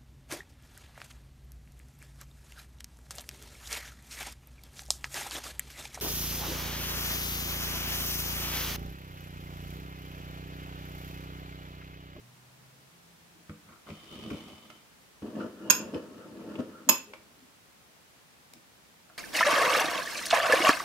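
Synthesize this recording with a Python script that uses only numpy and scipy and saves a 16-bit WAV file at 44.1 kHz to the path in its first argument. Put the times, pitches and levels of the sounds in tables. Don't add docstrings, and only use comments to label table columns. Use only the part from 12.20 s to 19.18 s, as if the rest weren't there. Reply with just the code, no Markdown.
import sys
import numpy as np
from scipy import signal
from scipy.fft import rfft, irfft, next_fast_len
from scipy.io import wavfile
from scipy.ndimage import uniform_filter1d

SR = 44100
rng = np.random.default_rng(int(sys.argv[2]) if len(sys.argv) > 2 else 0)


def transcribe(u):
    v = np.clip(np.atleast_2d(u).T, -1, 1)
    q = np.round(v * 32767).astype(np.int16)
    wavfile.write(sys.argv[1], SR, q)


N = 307741
TIME = np.arange(N) / SR
SIZE = next_fast_len(N, True)
HZ = np.fft.rfftfreq(SIZE, 1 / SR)

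# (frequency [Hz], likeness [-1 to 1])
NEAR_SAME = [(100, 0.94), (400, 0.93), (1000, 0.53), (3000, 0.12), (10000, 0.09)]


def amp(db):
    return 10 ** (np.asarray(db) / 20)


def evened(x):
    return x / np.sqrt(np.mean(x ** 2) + 1e-20)


def read(points, hz):
    f, value = np.transpose(points)
    return np.interp(np.log(hz + 1), np.log(f + 1), value)


def bins(x):
    return np.fft.rfftfreq(x.shape[-1], 1 / SR)


def colour(x, db):
    return evened(irfft(rfft(x) * amp(db), x.shape[-1]))


def panned(db):
    return amp(np.array([[db], [-db]]) / 2)


def add(mix, s, sound):
    part = mix[:, round(s * SR):][:, :sound.shape[-1]]
    part += sound[..., :part.shape[1]]


def noise_pair(size, same):
    a, b = rng.standard_normal((2, size))
    likeness = np.clip(read(same, bins(a)), -1, 1)
    mid = rfft(a) * np.sqrt((1 + likeness) / 2)
    side = rfft(b) * np.sqrt((1 - likeness) / 2)
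    return irfft(np.array([mid + side, mid - side]), size)


def friction(spectrum_db, slips_hz, uneven_db):
    slow = rfft(rng.standard_normal(SIZE)) / (1 + (HZ / slips_hz) ** 2)
    clumps = evened(irfft(slow, SIZE))
    slips = noise_pair(SIZE, NEAR_SAME) * amp(uneven_db * np.clip(clumps, -2, 2))
    return colour(slips, spectrum_db)[:, :N]


def stroke(rows, ease=.004):
    s, *levels = np.transpose(sorted(map(tuple, rows)))
    curves = []
    for db in levels:
        gain = amp(np.interp(TIME, s, db, left=-np.inf, right=-np.inf))
        curves.append(uniform_filter1d(gain, round(ease * SR)))
    return curves


def swell(middle, length):
    return np.cos(np.pi * np.clip((TIME - middle) / length, -.5, .5)) ** 2


def contact(db, hz, octaves, t60, rise=0.00061):
    # (frequency [Hz], gain [dB])
    casting = [(300, 17), (680, 12), (820, 2), (1100, 8), (1400, 5.5), (1700, -11.5), (2000, 0.5),
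               (2450, 5.5), (2750, -2), (3100, 0.5), (4200, -3), (5200, 0), (6000, -2), (15000, -7)]
    t = np.arange(SR // 5) / SR
    distance = np.log2((bins(t) + 1) / hz) / octaves
    shape_db = read(casting, bins(t)) - 20 * np.log10(1 + distance ** 2)
    burst = colour(noise_pair(len(t), NEAR_SAME), shape_db)
    return burst * amp(db - 60 * t / t60) * (1 - np.exp(-t / rise))


def background():
    # (frequency [Hz], relative level per Hz [dB])
    air = [(15, -61.5), (25, -27), (38, -19.5), (59, -4.5), (127, -7), (157, -3), (263, -6.5), (354, -8.5),
           (560, -9), (818, -9), (1330, -10.5), (1840, -11), (16000, -22)]
    # (frequency [Hz], likeness [-1 to 1])
    air_same = [(60, 0.4), (180, 0.47), (550, 0.16), (1650, -0.064), (4970, 0.059), (15000, -0.25)]
    # (frequency [Hz], relative level per Hz [dB])
    murmur = [(50, -23.5), (100, -7), (165, 1.5), (260, -18), (600, -46.5)]
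    # (start [s], end [s], first pitch [Hz], last pitch [Hz],
    # first level [dB], last level [dB])
    hum = [(0, 0.693, 121.1, 134.6, -61, -65), (.73, 1.5, 170.8, 172.6, -68, -71)]
    air_db, murmur_db = -58.5, -3.5

    out = amp(air_db) * colour(noise_pair(SIZE, air_same), read(air, HZ))[:, :N]
    drone = amp(murmur_db) * colour(noise_pair(SIZE, NEAR_SAME), read(murmur, HZ))[:, :N]
    for start, end, first_hz, last_hz, first_db, last_db in hum:
        level, = stroke([(start, first_db), (end, last_db)], ease=0.032)
        turns = np.cumsum(np.interp(TIME, [start, end], [first_hz, last_hz])) / SR
        tone = np.sqrt(2) * np.sin(2 * np.pi * turns)
        out += level * (tone + drone)
    return out


def rubs():
    # (middle [s], level [dB], pitch [Hz], width [Hz], length [s])
    brushes = [(1.17, -62, 320, 60, 0.08), (1.5, -57.5, 197, 200, 0.15), (2.263, -50.5, 240, 180, .06),
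               (3.472, -58.5, 2900, 120, .13), (3.751, -59.5, 5150, 130, 0.052),
               (4.91, -57, 390, 250, 0.11), (5.221, -63.5, 266, 35, 0.24), (6.369, -57, 245, 100, 0.067),
               (6.902, -62.5, 677, 60, .035)]
    # (middle [s], level [dB], length [s])
    dry_patches = [(1.53, -63, .2), (3.42, -57.5, .17), (4.019, -56, 0.096), (4.331, -58.5, .1),
                   (4.569, -57, .2)]
    dry_hz, dry_width_hz = 1356, 240

    out = np.zeros((2, N))
    singing = [(s, db, dry_hz, dry_width_hz, length) for s, db, length in dry_patches]
    for s, db, hz, width, length in [*brushes, *singing]:
        window = np.hanning(round(length * SR))
        shape_db = -20 * np.log10(1 + (2 * (bins(window) - hz) / width) ** 2)
        rub = colour(noise_pair(len(window), NEAR_SAME), shape_db)
        add(out, s - length / 2, amp(db) * window * rub)
    return out


def knocks(rise=0.00098):
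    # (time [s], thud level before a 9 dB cut [dB],
    # thud tilt [dB per octave], clack level [dB], clack centre [Hz])
    blows = [(1.295, -32, -3, -39, 1460), (1.703, -33.5, -2.5, -43, 2400), (2.062, -35, 3.5, -52, 3300),
             (2.112, -28, 2.5, -30, 450), (3.0224, -36.5, -2, -44, 600)]
    # (pitch [Hz], relative level [dB], time to fall 60 dB [s])
    bench = [(99, -2.5, 0.12), (160.8, 0, 0.22), (206.4, -3, 0.19), (299.6, -1.5, 0.19), (488, -6, 0.16),
             (562, -12, 0.13), (930, -26, 0.053), (1216, -14, 0.076)]
    clack_octaves, clack_t60_s = 0.59, 0.031

    out, t = np.zeros((2, N)), np.arange(SR // 2) / SR
    for s, db, tilt_db, clack_db, clack_hz in blows:
        thud = np.zeros(len(t))
        for hz, level, t60 in bench:
            mode_db = level + tilt_db * np.log2(hz / 300)
            thud += amp(mode_db - 60 * t / t60) * np.sin(2 * np.pi * hz * t)
        add(out, s, -amp(db - 9) * thud * (1 - np.exp(-t / rise)))
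        add(out, s, contact(clack_db, clack_hz, clack_octaves, clack_t60_s))
    return out


def ticks():
    # (time [s], level [dB], centre [Hz], width [octaves],
    # time to fall 60 dB [s])
    touches = [(1.487, -51, 1400, .6, .1), (1.5224, -50.5, 1410, 0.61, .08),
               (1.669, -47.5, 1310, 0.59, 0.089), (1.688, -41.5, 1290, 1.2, 0.043),
               (2.1028, -38.5, 1800, 0.83, 0.058), (2.5012, -41, 2280, 0.97, 0.029),
               (3.166, -45, 700, 1.3, 0.046), (3.204, -38.5, 1400, .18, .096),
               (4.203, -45.5, 700, 1.5, 0.084), (3.744, -36, 2800, .4, 0.018),
               (4.3546, -37.5, 2810, 0.13, .025), (4.935, -36, 1780, 0.71, 0.034),
               (6.3358, -33.5, 6900, 2.2, .0083), (6.899, -48.5, 1420, .18, 0.024)]
    out = np.zeros((2, N))
    for s, *tick in touches:
        add(out, s, contact(*tick))
    return out


def board():
    # (time [s], pressure, driving the rumble [dB], speed, driving rasp and singing [dB])
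    slide = [(1.66, -58.5, -60), (1.70, -41.5, -55.5), (1.76, -59, -58), (1.86, -60, -55.5),
             (1.92, -50, -49), (2.125, -36, -51.5), (2.19, -49, -52), (2.57, -63, -63), (2.66, -79, -75)]
    # (frequency [Hz], relative level per Hz [dB])
    slide_body = [(18, -51), (30, -20), (160, -3), (221, 1), (265, -5.5), (309, -1.5), (532, -16.5),
                  (581, -13.5), (826, -40), (1000, -22), (1300, -48), (2200, -120)]
    # (frequency [Hz], relative level per Hz [dB])
    grain = [(700, -6.5), (930, -8.5), (1050, -7.5), (1250, -5.5), (1600, -19.5), (2250, -6.5),
             (2700, -10.5), (3300, -7.5), (3700, -17), (4100, -12), (7000, -21), (15000, -29)]
    # (pitch [Hz], width [Hz], relative level [dB])
    jaw = [(3038, 150, 9), (1216, 110, 1), (3590, 270, 0), (2200, 160, -10), (4550, 160, -8)]

    pressure, speed = stroke(slide)
    jaw_power = sum(amp(2 * db) / (1 + (2 * (HZ - f) / width) ** 2) ** 2 for f, width, db in jaw)
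    jaw_db = 10 * np.log10(jaw_power)
    rumble = amp(-2.5) * friction(read(slide_body, HZ), slips_hz=39.8, uneven_db=3.0)
    rasp = amp(-2.5) * friction(read(grain, HZ), slips_hz=140, uneven_db=4.5)
    sing = amp(-4.0) * friction(jaw_db, slips_hz=200, uneven_db=3)
    return pressure * rumble + speed * (rasp + sing)


def screw():
    # (time [s], effort [dB])
    turning = [(3.02, -43), (3.37, -50), (3.48, -39.5), (3.89, -47), (4.12, -47.5), (4.32, -41.5),
               (4.44, -47.5), (5.0, -64), (5.3, -73.5)]
    # (frequency [Hz], relative level per Hz [dB])
    screw_body = [(24, -57.5), (40, -35), (88, -15.5), (149, -10), (189, -2.5), (226, -2.5), (280, 1),
                  (373, -7), (513, -8), (558, -10.5), (649, -12), (778, -29.5), (893, -18), (944, -18.5),
                  (1100, -25.5), (1430, -57), (2420, -120)]
    # (frequency [Hz], relative level per Hz [dB])
    thread = [(750, -11), (950, -5), (1100, -0.5), (1280, 1), (1490, -2.5), (1600, -7.5), (1740, -0.5),
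              (2150, -20.5), (2600, -8.5), (2980, -6), (3500, -15.5), (5200, -16), (8500, -26),
              (15000, -33)]
    # (middle [s], level [dB], length [s], judder pitch [Hz])
    binds = [(3.043, -42.5, 0.056, 334), (3.198, -34, .13, 304), (3.252, -37.5, 0.054, 277),
             (3.609, -40.5, 0.075, 296), (3.755, -30, .07, 277), (4.355, -41, 0.046, 300),
             (4.398, -30, .042, 261), (4.705, -36, .1, 262.3)]
    rattle_db = -1.23
    bind_rattle_db, bind_judder_db, bind_rub_db = -4.5, -3, -23.5
    thread_db, usual_effort_db, thread_growth = -60.5, -45, 0.63

    effort, = stroke(turning)
    binding, judder = np.zeros((2, N))
    for s, db, length, pitch_hz in binds:
        bind = amp(db) * swell(s, length)
        binding += bind
        judder += bind * np.sin(2 * np.pi * pitch_hz * (TIME - s))
    shake = amp(rattle_db) * effort + amp(bind_rattle_db) * binding
    turning_rub = amp(thread_db) * abs(effort / amp(usual_effort_db)) ** thread_growth
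    rub = turning_rub + amp(bind_rub_db) * binding
    rattle = friction(read(screw_body, HZ), slips_hz=49.87, uneven_db=1.5)
    threads = friction(read(thread, HZ), slips_hz=99.7, uneven_db=4.0)
    return (shake * rattle + rub * threads + amp(bind_judder_db) * judder) * panned(1.44)


def clinks(crack_t60=0.15, crack_rise=0.00039):
    # (time [s], crack level [dB], time until it seats [s])
    drops = [(3.4995, -21, .0148), (4.6893, -19, 0.012)]
    # (pitch [Hz], level on the first end [dB], level on the second
    # end [dB], build-up [s], time to fall 60 dB while free [s], left over right [dB])
    bar = [(935, -50, -24, 0.00064, 0.15, 2.5), (1019, -28.5, -28, 0.0017, 0.1075, -3.5),
           (1461, -24, -40.5, 0.00089, 0.1, 7), (1609, -27, -37, 0.00102, 0.065, 5.5),
           (2410, -25, -37.5, 0.00068, 0.062, -1), (2584, -26, -21.5, 0.0042, 0.243, -10.5),
           (2735, -20.5, -26, 0.0028, 0.11, 5.5), (3290, -27, -35.5, 0.00097, 0.067, 0.5),
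           (5130, -18, -17, 0.005, 0.17, 3.5), (5235, -24, -27.5, .004, 0.16, -8),
           (6580, -18, -23, 0.0011, 0.11, -8.5), (6703, -8, -13, .0007, 0.038, -12),
           (6940, -25.5, -13, 0.00082, .07, 0), (7380, -29.5, -26, .001, 0.051, -2),
           (8280, -28, -32, 0.00097, 0.14, 8), (9340, -39.5, -26, .001, 0.0431, 0.5),
           (13000, -15.5, -33, 0.0055, 0.095, -13.5), (13040, -22, -12.5, 0.0037, 0.2, -13)]
    # (frequency [Hz], relative level per Hz [dB])
    steel = [(30, -44.5), (70, -22), (190, 0.5), (330, -6), (600, -0.5), (760, -24), (950, 5), (1500, -8.5),
             (2100, -5.5), (3000, -3), (4200, -5.5), (7300, -3.5), (8800, -11), (10800, -17), (12600, -3),
             (14000, -35)]
    chatter_hz, chatter_at_hz = 14, 5000
    choke_db, choke_hz_per_db, crack_rest_db = -10.5, 1500, -16.5
    seated_t60_s, seat_s = .25, 0.002

    out, t = np.zeros((2, N)), np.arange(SR // 2) / SR
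    for end, (s, crack_db, seats) in enumerate(drops):
        free = (1 - np.tanh((t - seats) / seat_s)) / 2
        seated = (1 - free) * amp(-60 * (t - seats) / seated_t60_s)
        for hz, *ends_db, rise, free_t60, pan_db in bar:
            jolt_size = np.sqrt(2 * np.pi * chatter_hz * hz / chatter_at_hz / SR)
            jolts = np.cumsum(rng.standard_normal(len(t))) * jolt_size
            right_turns = rng.choice([-1, 1]) * min(hz / 8000, .25)
            phase = rng.random() + np.array([[0], [1]]) * right_turns
            mode = np.sin(2 * np.pi * (hz * t + phase) + jolts) * (1 - np.exp(-t / rise))
            choked = amp(choke_db - hz / choke_hz_per_db) * seated
            ring = amp(-60 * np.minimum(t, seats) / free_t60) * (free + choked)
            add(out, s, amp(ends_db[end]) * panned(pan_db) * ring * mode)
        crack = colour(noise_pair(len(t), NEAR_SAME), read(steel, bins(t)))
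        fade = free * amp(-60 * t / crack_t60) + amp(crack_rest_db) * seated
        add(out, s, crack * amp(crack_db) * fade * (1 - np.exp(-t / crack_rise)))
    return out


def room(x, first_echo=0.0063):
    # (frequency [Hz], time to fall 60 dB [s])
    room_t60 = [(100, 0.3), (500, 0.23), (2600, 0.33), (7000, 0.26), (13000, 0.18)]
    # (frequency [Hz], level before the tail's fade-in [dB])
    room_send = [(100, -10.5), (500, -1), (1200, -0.5), (2600, -1), (5200, -4), (6700, -3.5), (13000, -3)]

    hz, t, z = signal.stft(noise_pair(SR * 3 // 4, NEAR_SAME), SR, nperseg=256)
    t60 = read(room_t60, hz)[:, None]
    unit_energy = np.sqrt(2 * np.log(1000) / (t60 * SR))
    fade = amp(read(room_send, hz)[:, None] - 60 * t / t60)
    tail = signal.istft(z * unit_energy * fade, SR, nperseg=256)[1]
    tail *= np.minimum(np.arange(tail.shape[1]) / SR / first_echo, 1) ** 2
    return signal.fftconvolve(x.mean(0)[None], tail, axes=1)[:, :N]


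def scene():
    vise = rubs() + knocks() + ticks() + board() + screw() + clinks()
    return vise + room(vise) + background()


def record(dry):
    bass_hz, edge_hz = 44, 15900
    dry = signal.sosfilt(signal.butter(2, bass_hz, "high", fs=SR, output="sos"), dry)
    low_pass = signal.firwin(255, edge_hz, window=("kaiser", 10), fs=SR)
    return signal.oaconvolve(dry, low_pass[None], "same", axes=1)


dry = scene()
out = record(dry)
transcribe(out)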